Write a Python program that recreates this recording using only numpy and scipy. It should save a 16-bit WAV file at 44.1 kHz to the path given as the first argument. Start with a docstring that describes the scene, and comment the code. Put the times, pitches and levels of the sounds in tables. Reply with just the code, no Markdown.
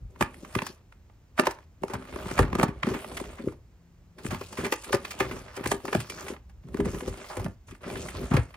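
"""A low shudder and a soft jolt come first, over a faint hush of air, then a hand rummages in plastic
drawers full of small cartons and tubes, and slides the drawers shut and open.
Items clack (noise ringing in their modes), thin drawer walls thump and the frame booms (dying cosines),
sliding plastic scrapes and card rustles (uneven bursts of noise), and a faint low hum swells for a moment.
A phone held close hears it through two ports in a small quiet room."""
import sys
import numpy as np
from scipy import signal
from scipy.fft import rfft, irfft, next_fast_len
from scipy.io import wavfile
from scipy.ndimage import uniform_filter1d

SR = 44100
rng = np.random.default_rng(int(sys.argv[2]) if len(sys.argv) > 2 else 0)


def master(y):
    """Save y as 16-bit WAV."""
    cut = np.clip(np.atleast_2d(y).T, -1, 1)
    pcm = np.round(cut * 32767)  # scale
    wavfile.write(sys.argv[1], SR, pcm.astype(np.int16))


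N = 377496  # length in samples

# Steady noise of the air: f/Hz, relative level per Hz/dB
AIR_SPECTRUM = [(15, -38), (25, 10), (74, 10), (166, -5), (560, -18.5), (1370, -25), (3520, -33.5),
                (7110, -34), (11300, -49.5), (14400, -37.5), (16000, -48)]
# Rubbing, one table for each stroke of the hand: t/s, wall drone level/dB, scrape level/dB, card rustle level/dB
RUB_STROKES = [
    [(0.1, -62, -76, -77), (0.2, -53, -76, -77), (0.33, -58, -67, -68), (0.42, -59, -58.5, -61.5),
     (0.588, -58, -53, -55), (0.726, -67.5, -64, -60), (0.82, -73, -67, -91)],
    [(1.37, -69, -70, -81), (1.486, -65, -69, -76.5), (1.65, -71, -64, -76)],
    [(1.81, -66, -75, -78), (1.878, -65, -79, -78), (2.0, -48, -51.5, -65.5), (2.312, -46, -42, -48),
     (2.482, -43.5, -50.5, -67), (2.654, -52, -64, -73), (2.815, -59, -58, -71.5)],
    [(2.825, -46, -56, -58), (2.893, -34, -40.5, -49.5), (3.003, -46.5, -46.5, -53),
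     (3.057, -45.5, -48.5, -54), (3.373, -48, -53.5, -61.5), (3.493, -67, -60.5, -62),
     (3.58, -75, -74.5, -83)],
    [(4.17, -53, -79, -76), (4.238, -51, -58, -54.5), (4.36, -59, -67, -58), (4.46, -59.5, -58, -53),
     (4.666, -33, -44, -55), (4.772, -69, -71, -57), (4.9, -49, -40, -52)],
    [(4.9, -54, -49, -60), (4.98, -60, -58, -65), (5.106, -40.5, -56, -53.5), (5.228, -52, -46, -59),
     (5.348, -44, -47.5, -53.5), (5.496, -52.5, -52.5, -62), (5.6, -48, -46, -61)],
    [(5.6, -53, -45, -59), (5.822, -59, -62, -61), (5.946, -52, -50, -50), (6.104, -57, -57.5, -59),
     (6.196, -47, -46, -49), (6.326, -59, -46.5, -54), (6.4, -68, -71.5, -80)],
    [(6.63, -64, -73, -80.5), (6.776, -55.5, -60, -72), (6.914, -40, -46, -53.5),
     (7.152, -50.5, -48.5, -57), (7.326, -48, -51.5, -53), (7.452, -44, -54, -67.5), (7.55, -67, -83, -76)],
    [(7.67, -62, -74, -64), (7.76, -61, -61.5, -68), (7.8, -70, -81, -89)],
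    [(7.81, -45.5, -50, -69), (7.904, -41, -42, -50), (8.022, -47, -48.5, -49), (8.202, -36.5, -45.5, -52),
     (8.27, -46.5, -45.5, -53.5), (8.392, -63, -64, -59), (8.56, -55, -62, -74)],
]
# Shudder and rumble of the frame and floor: t/s, level/dB
FRAME_SHUDDER = [(0.0, -40), (0.21, -56), (1.29, -70), (2.55, -31), (2.79, -49), (3.43, -43.5), (3.67, -69),
                 (5.89, -43), (6.15, -55.5), (6.7, -51.5), (6.84, -36), (6.96, -37), (7.13, -65),
                 (7.77, -54), (8.27, -38), (8.56, -59)]
# Jolts that shake the whole frame: peak t/s, peak level/dB, strongest ring f/Hz, time to fall 60 dB t/s
FRAME_JOLTS = [(.052, -29.5, 62.6, 0.061), (.2335, -26, 83, 0.066), (.57, -23.5, 99, .064),
               (1.493, -38.5, 73.8, .28), (1.955, -29.5, 93.5, .15), (2.418, -11.5, 70, .093),
               (2.569, -32, 84, .14), (2.614, -29, 85, 0.15), (2.91, -29.5, 110, 0.16),
               (3.482, -30.5, 91.2, 0.3), (4.29, -28.5, 88.5, 0.68), (4.6, -31.5, 101, 0.25),
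               (4.955, -26.5, 109, 0.061), (5.217, -31.5, 98, 1), (5.673, -27, 105, 0.26),
               (5.978, -25.5, 115, .21), (6.818, -26.5, 67, 0.33), (6.96, -34.5, 64, 0.33),
               (7.097, -27.5, 69, 0.19), (7.405, -24, 78.6, 0.42), (7.712, -35.5, 76, .1),
               (7.968, -33, 84.4, .06), (8.17, -29.5, 77, .1), (8.352, -12, 93, 0.15),
               (8.3945, -15, 82, 0.16)]
# Items knocking together: peak t/s, approximate peak level/dB, brightest ring f/Hz,
# time for the ring to fall 60 dB t/s, level of the treble crack before colouring/dB
ITEM_CLACKS = [(.161, -46, 1020, .027, -60), (0.211, -16, 1080, 0.039, -22.5),
               (0.2257, -17, 1690, 0.01, -22.5), (.344, -43, 1436, 0.013, -45),
               (0.449, -40.5, 1070, 0.031, -45), (0.553, -21.5, 1300, 0.02, -23.5),
               (.59, -22.5, 1860, 0.016, -48), (0.621, -24, 1020, 0.017, -29.5),
               (0.6675, -32, 1710, 0.045, -24.5), (0.9252, -47.5, 1610, 0.019, -55),
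               (1.099, -54.5, 980, .026, -82), (1.38, -28, 960, 0.043, -38),
               (1.391, -17, 1180, 0.0086, -34), (1.397, -11, 1150, 0.018, -17),
               (1.437, -28, 1050, .03, -44), (1.4577, -32, 1372, 0.065, -29),
               (1.4706, -13.5, 920, 0.026, -18.5), (1.5105, -35, 1100, 0.041, -29),
               (1.589, -42, 805, 0.0084, -52), (1.8368, -22.5, 725, 0.0084, -33),
               (1.883, -37.5, 1150, 0.017, -38), (1.9, -39.5, 890, 0.21, -44),
               (1.937, -28, 850, 0.062, -29), (1.954, -33.5, 890, 0.04, -60), (2.161, -32, 795, 0.033, -45),
               (2.259, -32.5, 849, 0.017, -54), (2.3146, -29, 790, 0.016, -31),
               (2.38, -23, 1190, 0.038, -28), (2.392, -12, 830, 0.032, -20), (2.406, -33, 950, 0.024, -30),
               (2.43, -27, 1080, 0.044, -40), (2.531, -25, 1010, 0.017, -38),
               (2.553, -24, 910, 0.03, -27.5), (2.587, -27.5, 1064, 0.053, -30),
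               (2.599, -16.5, 1040, 0.006, -27), (2.614, -24, 910, 0.039, -44),
               (2.6316, -15, 880, 0.052, -18), (2.682, -38.5, 1308, 0.12, -43),
               (2.833, -19.5, 1350, 0.02, -49), (2.87, -28.5, 890, 0.024, -41),
               (2.8906, -33.5, 1110, 0.041, -35), (2.939, -34.5, 1380, 0.22, -43),
               (3.046, -31, 1120, .017, -65), (3.172, -32, 2200, 0.049, -28.5),
               (3.201, -31.5, 780, .032, -34), (3.241, -42, 1300, .03, -45), (3.385, -43, 1300, 0.15, -56),
               (3.485, -41, 1500, .04, -56), (3.524, -44.5, 1100, 0.02, -58),
               (4.185, -46.5, 1190, 0.15, -46.5), (4.2501, -36.5, 1200, .021, -53),
               (4.266, -31.5, 1490, 0.011, -28.5), (4.308, -33, 1040, 0.23, -33),
               (4.347, -30.5, 1460, 0.021, -35), (4.414, -34, 1120, 0.051, -39),
               (4.529, -39, 1000, .042, -36), (4.574, -35, 1480, 0.31, -33.5),
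               (4.648, -28, 1680, 0.058, -31), (4.666, -31, 1023, 0.034, -29.5),
               (4.725, -19.5, 1300, 0.029, -15.5), (4.735, -28, 1100, 0.028, -32),
               (4.845, -40, 1941, 0.038, -30.5), (4.93, -18, 1250, 0.042, -21),
               (4.947, -24.5, 1030, 0.047, -22), (5.051, -29, 1820, 0.023, -33.5),
               (5.109, -37.5, 1920, 0.062, -29.5), (5.1195, -35.5, 1650, 0.015, -36),
               (5.19, -41.5, 1010, 0.036, -36), (5.201, -32.5, 1400, 0.2, -30),
               (5.205, -19, 1300, 0.036, -24.5), (5.228, -35, 1246, .026, -42),
               (5.313, -35, 1630, 0.11, -41), (5.366, -39.5, 1140, .047, -48),
               (5.567, -38.5, 1330, 0.068, -31.5), (5.641, -33, 1449, 0.033, -33),
               (5.6598, -23, 1340, 0.032, -28), (5.6743, -52, 1468, 0.016, -21),
               (5.717, -18, 1130, 0.036, -17), (5.746, -37, 1100, 0.029, -34.5),
               (5.804, -43, 1000, 0.018, -52), (5.854, -28.5, 930, 0.019, -31),
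               (5.882, -30.5, 1370, .047, -45), (5.93, -22.5, 1330, 0.039, -30),
               (5.951, -16, 990, 0.017, -22), (6.003, -35.5, 1828, 0.06, -26.5),
               (6.1005, -33, 2370, .032, -25.5), (6.2837, -35, 1730, 0.054, -33.5),
               (6.365, -45.5, 1242, 0.032, -66), (6.497, -56.5, 1244, 0.067, -56),
               (6.687, -52, 1050, 0.021, -49.5), (6.746, -33, 1090, 0.013, -39),
               (6.772, -37, 853, 0.021, -39), (6.803, -27.5, 1060, 0.023, -34),
               (6.857, -32, 1220, 0.022, -31.5), (6.948, -36, 1339, 0.028, -53),
               (7.009, -33, 1240, 0.014, -35), (7.08, -36, 1050, .02, -34.5),
               (7.302, -37.5, 760, 0.33, -44), (7.37, -34.5, 1150, 0.074, -34.5),
               (7.398, -34.5, 890, 0.069, -39), (7.446, -39, 2037, 0.0033, -29),
               (7.463, -30, 740, 0.032, -62), (7.685, -50, 1670, 0.13, -50),
               (7.712, -47.5, 1860, 0.087, -47), (7.751, -48, 1500, .03, -51),
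               (7.8399, -42, 1447, 0.27, -78), (7.958, -34, 1740, 0.017, -52),
               (8.087, -35, 1390, 0.035, -48), (8.313, -31, 980, 0.28, -42),
               (8.338, -27.5, 860, 0.2, -32.5), (8.368, -23.5, 1380, 0.065, -28.5),
               (8.543, -43.5, 1800, 0.047, -50)]
# Blows on the drawer walls: peak t/s, peak level/dB, strongest ring f/Hz, time to fall 60 dB t/s
WALL_THUMPS = [(.22, -15.5, 239, .031), (.4335, -30.5, 303, 0.046), (.565, -16.5, 266, 0.043),
               (.627, -25, 267, 0.063), (.702, -34.5, 280, .043), (1.3987, -11.5, 370, 0.04),
               (1.43, -24, 330, .076), (1.4796, -20.5, 395, 0.069), (1.824, -33.5, 300, 0.026),
               (1.841, -19, 365, 0.023), (1.904, -28, 373, 0.12), (1.941, -27.5, 256, 0.36),
               (2.164, -24.5, 326, 0.016), (2.266, -24.5, 214, 0.022), (2.316, -23, 318, 0.028),
               (2.334, -28, 207, .03), (2.397, -9.5, 317, 0.096), (2.443, -20.5, 231, 0.079),
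               (2.534, -22, 231, 0.038), (2.558, -16.5, 275, 0.037), (2.594, -15.5, 283, 0.24),
               (2.638, -9.5, 230, .061), (2.692, -21.5, 192, 0.042), (2.847, -21.5, 227, 0.03),
               (2.878, -15, 270, 0.11), (2.951, -23.5, 340, 0.11), (3.216, -23.5, 366, 0.026),
               (3.4, -30.5, 326, 0.23), (3.446, -26, 297, 0.041), (3.476, -13.5, 328, 0.039),
               (4.256, -20.5, 257, .082), (4.331, -22, 242, 0.14), (4.416, -27, 440, 0.039),
               (4.592, -22.5, 332, .081), (4.655, -25.5, 321, 0.061), (4.727, -18, 398, 0.052),
               (4.908, -27, 484, 0.045), (4.943, -10.5, 420, 0.073), (5.21, -17.5, 374, .12),
               (5.315, -27, 316, 0.25), (5.577, -29.5, 386, 0.15), (5.611, -26.5, 304, 0.044),
               (5.666, -19, 358, 0.025), (5.722, -17.5, 387, 0.04), (5.742, -23, 336, 0.1),
               (5.848, -27, 320, .16), (5.885, -26.5, 372, .052), (5.933, -24.5, 341, .02),
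               (5.9556, -12.5, 292, 0.085), (6.104, -34, 441, 0.082), (6.305, -25, 416, 0.035),
               (6.327, -29, 332, .032), (6.654, -36.5, 186, 0.43), (6.75, -18, 258, 0.061),
               (6.799, -14.5, 267, 0.24), (6.867, -18, 280, 0.061), (6.951, -26.5, 305, 0.13),
               (7.026, -26, 344, 0.19), (7.082, -19, 346, 0.031), (7.3755, -23.5, 393, 0.062),
               (7.46, -25.5, 199, 0.14), (7.728, -35, 240, 0.056), (7.866, -27.5, 262, 0.12),
               (7.969, -27.5, 340, 0.048), (8.241, -26.5, 216, 0.025), (8.319, -12.5, 210, 0.12),
               (8.344, -9.5, 202, 0.027), (8.375, -16.5, 374, 0.065)]
# Ringing modes of the items: f/Hz, width before widening/Hz, relative level/dB
ITEM_RINGS = [(630, 280, 10), (760, 680, 4.5), (888, 300, -2), (1133, 620, 7.5), (1470, 1500, -1.5),
              (1670, 130, -12), (1968, 680, -5.5), (2345, 40, -3), (2477, 280, -13.5), (2910, 810, -14),
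              (3260, 180, -16.5)]
# Ringing modes of the drawer walls: f/Hz, width before widening/Hz, relative level/dB
WALL_RINGS = [(48, 7.5, -6.5), (56.6, 27, 4.5), (79, 33, -2.5), (102, 21, -3), (128.2, 30, 4.5),
              (141, 32, 2), (185.2, 8.8, -2.5), (226.5, 12, -7), (260.3, 96, -8), (319, 23, -8),
              (370.4, 55, -8), (416.3, 170, -10), (486.5, 210, -8), (543, 39, -12.5)]
# Tone of card rustle and treble cracks: f/Hz, relative level per Hz/dB
RUSTLE_SPECTRUM = [(1470, -31), (2500, -5), (4010, -8.5), (4410, -5.5), (7730, -7), (9800, -6.5),
                   (11600, -17), (15100, -14), (15900, -26), (16500, -41)]
# How much of the sideways sound reaches the ports: f/Hz, level/dB
SIDE_SHARE = [(60, -19.5), (200, -15.5), (380, -16), (700, -4), (1290, -8.5), (2380, 0), (4400, -7),
              (8100, -1), (10500, -10.5), (13000, -25.5), (15500, 5)]
# Difference in tone between the ports: f/Hz, left minus right level/dB
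LEFT_MINUS_RIGHT = [(60, -0.5), (110, 1), (200, -1), (380, 3), (700, -3), (1290, -2.5), (2380, -3.5),
                    (4400, 4.5), (8120, -0.5), (15000, 0)]

AIR_DB = -53
# contacts pile up over the rise; the peak stands over the mean chatter by the crest
CLACK_RISE_S, CREST_DB = .003, 1
CRACK_SHORTER = 1.3  # power on the envelope, so the treble dies sooner
WALL_RISE_CYCLES, FRAME_RISE_CYCLES = 2.8, 3  # a soft blow builds over a few swings
# after a blow the load settles: level under the blow's peak, and how fast it dies
WALL_SETTLE_DB, ITEM_SETTLE_DB, SETTLE_T60_S = -29.5, -40, 0.21
CARD_SETTLE_DB, CARD_T60_S = -19.5, 0.089  # card rustles on after a crack
GRAZE_DB, GRAZE_T60_S = -24, .05  # items graze each other just before they knock
# the hum ends at HUM_DB and begins HUM_SWELL_DB lower
HUM_HZ, HUM_DB, HUM_FROM_S, HUM_TO_S, HUM_SWELL_DB = 170, -58.5, 3.8, 4.7, 4
ROOM_T60_S, ROOM_DB, ROOM_HZ = 0.23, -17.5, 3900
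PORT_LAG_S, PORT_LAG_HZ = .000035, 9300  # the lag fades out around PORT_LAG_HZ
TOP_HZ = 15900


def undb(db):
    """Turn decibels into a plain multiplier."""
    return 10 ** (np.asarray(db) / 20)


def level(x, db):
    """Scale a sound to a given average (RMS) level."""
    return x * undb(db) / np.sqrt(np.mean(x ** 2))


def colour(x, points):
    """Filter by (f/Hz, level/dB) points joined on a log-frequency axis."""
    hz, db = np.transpose(points)
    size = next_fast_len(x.shape[-1])
    f = np.arange(size // 2 + 1) * SR / size + 1  # the added 1 Hz avoids log(0)
    gain = undb(np.interp(np.log(f), np.log(hz), db))
    return irfft(rfft(x, size) * gain, size)[..., :x.shape[-1]]


def band(x, lo_hz, hi_hz):
    """Keep the sound between two frequencies."""
    return signal.sosfilt(signal.butter(2, [lo_hz, hi_hz], "band", fs=SR, output="sos"), x)


def resonate(x, modes, widen):
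    """A body rings at its modes: a sum of narrow band-passes."""
    out = 0
    for hz, width, db in modes:
        peak = signal.iirpeak(hz, hz / (widen * width), SR)
        out = out + undb(db) * signal.lfilter(*peak, x)
    return out


def ringing(force, modes, widen):
    """A steep body: the force passes its modes twice, so mode levels count twice."""
    return resonate(resonate(force, modes, widen), modes, widen)


def near(modes, hz, focus):
    """The modes as one spot excites them, levels halved: those far from hz speak less."""
    f, width, db = np.transpose(modes)
    return np.transpose([f, width, db / 2 - focus * np.log2(f / hz) ** 2])


def swell(rise_s, t60, start_db):
    """Time from the peak and the envelope of a blow: a first contact, more pile up, then the body dies away."""
    t = np.arange(-int(rise_s * SR), int(t60 * SR)) / SR
    touch = np.minimum((t + rise_s) / (0.13 * rise_s), 1)
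    # a negative start_db begins the blow that far below its peak, then it climbs to the peak
    db = np.where(t < 0, -start_db * t / rise_s, -60 * t / t60)
    return t, touch * undb(db)


def add(out, s, sound):
    """Mix a short sound into the scene from s seconds on."""
    i = max(int(s * SR), 0)
    out[:, i:i + sound.shape[1]] += sound[:, :N - i]


def walk(rate):
    """Random levels held 1 / rate s and slewed, with a spread near 1."""
    k = int(SR / rate)
    held = np.repeat(rng.standard_normal(N // k + 1), k)
    return uniform_filter1d(held, k)[:N]


def air():
    """Steady coloured noise, separate for the ahead and sideways sound."""
    return level(colour(rng.standard_normal((2, N)), AIR_SPECTRUM), AIR_DB)


def slips(rate, spread_db, tail_s, steady):
    """Stick-slip force: noise in uneven bursts, each with a short tail, over a steady share."""
    happens = rng.random(N) < rate / SR
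    size = happens * undb(spread_db * np.minimum(rng.exponential(size=N), 3.5))
    bursts = signal.lfilter([1], [1, -np.exp(-1 / (tail_s * SR))], size)
    return (level(bursts, 0) + steady) * rng.standard_normal((2, N))


def settling(s, db, t60, way=1):
    """Gain that jumps at every blow and dies away; way -1 grows towards the blow instead."""
    kicks = np.zeros(N)
    kicks[(s * SR).astype(int)] = undb(db)
    return signal.lfilter([1], [1, -undb(-60 / (t60 * SR))], kicks[::way])[::way]


def rubbing_gains(t):
    """Levels of wall drone, scrape and rustle: the strokes, plus grazing before and settling after blows."""
    gains = np.zeros((3, N))
    for stroke in RUB_STROKES:
        s, *columns = np.transpose(stroke)
        gains += [undb(np.interp(t, s, c, left=-120, right=-120)) for c in columns]
    thump_s, thump_db, *_ = np.transpose(WALL_THUMPS)
    clack_s, clack_db, *_, crack_db = np.transpose(ITEM_CLACKS)
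    gains[0] += settling(thump_s, thump_db + WALL_SETTLE_DB, SETTLE_T60_S)
    gains[1] += settling(clack_s, clack_db + ITEM_SETTLE_DB, SETTLE_T60_S)
    gains[1] += settling(clack_s, clack_db + GRAZE_DB, GRAZE_T60_S, way=-1)
    gains[2] += settling(clack_s, crack_db + CARD_SETTLE_DB, CARD_T60_S)
    gains[2] += settling(clack_s, crack_db + GRAZE_DB, GRAZE_T60_S, way=-1)
    return uniform_filter1d(gains, size=400)  # a stroke starts within a few ms


def scraping():
    """Grit rings the items; as the load shifts, other modes take the lead."""
    grit = slips(rate=110, spread_db=3.4, tail_s=.003, steady=.9)
    out = np.zeros((2, N))
    for hz, width, db in ITEM_RINGS:
        out += undb(3.5 * walk(rate=12)) * ringing(grit, [(hz, width, db / 2)], widen=1.3)
    return out


def rustling():
    """Card crackles in fine bursts, and neighbouring treble bands flicker apart."""
    crackle = slips(rate=260, spread_db=3, tail_s=.0015, steady=1.3)
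    edges = 2000 * 1.3 ** np.arange(9)  # band limits in Hz
    patchy = np.zeros((2, N))
    for k in range(len(edges) - 1):
        # alternate signs keep bands from cancelling where they meet
        patchy += (-1) ** k * undb(4.4 * walk(rate=25)) * band(crackle, *edges[k:k + 2])
    return colour(patchy, RUSTLE_SPECTRUM)


def rubbing():
    """Sliding shakes the frame and walls, scrapes the items and rustles the card."""
    t = np.arange(N) / SR
    walls = resonate(slips(rate=33, spread_db=0.0, tail_s=0.025, steady=0.25), WALL_RINGS, widen=1.9)
    frame = level(band(walls, 32, 77), 0) * undb(np.interp(t, *np.transpose(FRAME_SHUDDER)))
    layers = band(walls, 190, 470), scraping(), rustling()
    return frame + sum(level(x, 0) * gain for x, gain in zip(layers, rubbing_gains(t)))


def blows(table, rise_cycles, focus, scatter_db, detune, slip):
    """Soft blows set the wall modes swinging nearly in step, each with its own share."""
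    out = np.zeros((2, N))
    for s, peak_db, hz, t60 in table:
        t, shape = swell(rise_cycles / hz, t60, start_db=-10.5)
        f, _, db = near(WALL_RINGS, hz, focus).T
        pitch, share, phase_ahead, phase_side, common = rng.standard_normal((5, len(f)))
        mode_hz = f * (1 + detune * pitch)
        turn = 2 * np.pi * mode_hz[:, None] * t + np.pi * common[0]
        gain = undb(db + scatter_db * share)
        swing = shape * np.array([gain @ np.cos(turn + slip * phase[:, None])
                                  for phase in (phase_ahead, phase_side)])
        add(out, s + t[0], swing * undb(peak_db) / np.abs(swing[0]).max())
    return out


def jolts():
    """The whole frame booms: soft blows that favour the lowest modes."""
    return blows(FRAME_JOLTS, FRAME_RISE_CYCLES, focus=17, scatter_db=1.0, detune=0.079, slip=1.0)


def clacks():
    """A knock is a cluster of contacts that chatters in the item's damped modes; its treble crack is shorter."""
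    rings, cracks = np.zeros((2, N)), np.zeros((2, N))
    for s, peak_db, hz, t60, crack_db in ITEM_CLACKS:
        t, shape = swell(CLACK_RISE_S, t60, start_db=-11)
        force = rng.standard_normal((4, len(t)))
        modes = near(ITEM_RINGS, hz, focus=11.0)
        modes[:, 2] += 0.58 * rng.standard_normal(len(modes))  # every item has its own voice
        chatter = ringing(shape * force[:2], modes, widen=0.74)
        # the power of a blow is set by its strength alone
        even_power = np.sqrt(np.sum(shape ** 2) / np.sum(chatter[0] ** 2))
        add(rings, s + t[0], chatter * undb(peak_db - CREST_DB) * even_power)
        # harder and softer edges tilt the crack up or down
        edge = np.clip(0.11 * rng.standard_normal(), -.8, .8)
        tilted = signal.lfilter([1, edge], [np.hypot(1, edge)], force[2:])
        add(cracks, s + t[0], undb(crack_db) * shape ** CRACK_SHORTER * tilted)
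    return rings + colour(cracks, RUSTLE_SPECTRUM)


def thumps():
    """Thin drawer walls swing in their modes after a soft blow."""
    return blows(WALL_THUMPS, WALL_RISE_CYCLES, focus=14, scatter_db=2.5, detune=.05, slip=1.0)


def hum():
    """A near-pure tone that grows slowly and stops."""
    t = np.arange(N) / SR
    on = uniform_filter1d(1. * (t > HUM_FROM_S) * (t < HUM_TO_S), size=1500)
    progress = np.clip((t - HUM_TO_S) / (HUM_TO_S - HUM_FROM_S), -1, 0)  # -1 at the start, 0 at the end
    tone = np.sqrt(2) * np.sin(2 * np.pi * HUM_HZ * t)
    return on * undb(HUM_DB + HUM_SWELL_DB * progress) * tone * np.array([[1], [1]])


def room(x):
    """A short dull tail of reflections, fed by the sound from ahead."""
    t = np.arange(int(SR * ROOM_T60_S)) / SR
    noise = band(rng.standard_normal((2, len(t))), 140, ROOM_HZ)
    tail = noise * undb(-60 * t / ROOM_T60_S) * (t > .004)
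    tail = tail / np.sqrt(np.sum(tail[0] ** 2))
    return undb(ROOM_DB) * signal.fftconvolve(x[:1], tail, axes=1)[:, :N]


def ports(ahead, sideways):
    """Two close ports agree in the bass and part in the treble; the left one leads, except at the very top."""
    size = next_fast_len(N)
    f = np.arange(size // 2 + 1) * SR / size
    # each port is shifted by half the lag
    lead = np.exp(1j * np.pi * f * PORT_LAG_S / (1 + (f / PORT_LAG_HZ) ** 8))
    side = colour(sideways, SIDE_SHARE)
    hz, db = np.transpose(LEFT_MINUS_RIGHT)
    heard = []
    for way in (1, -1):  # left, right
        x = irfft(rfft(ahead, size) * lead ** way, size)[:N] + way * side
        heard.append(colour(x, np.transpose([hz, way * db / 2])))
    return np.array(heard)


def scene():
    """Close sounds with their room tail, the hum and the air, heard at the two ports."""
    close = rubbing() + jolts() + clacks() + thumps()
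    return ports(*(air() + close + room(close) + hum()))


def record(dry):
    """The phone cuts the lowest bass and the top."""
    thin = signal.sosfilt(signal.butter(3, 48, "high", fs=SR, output="sos"), dry)
    return signal.sosfilt(signal.ellip(10, .2, 70, TOP_HZ, fs=SR, output="sos"), thin)


dry = scene()
out = record(dry)
master(out)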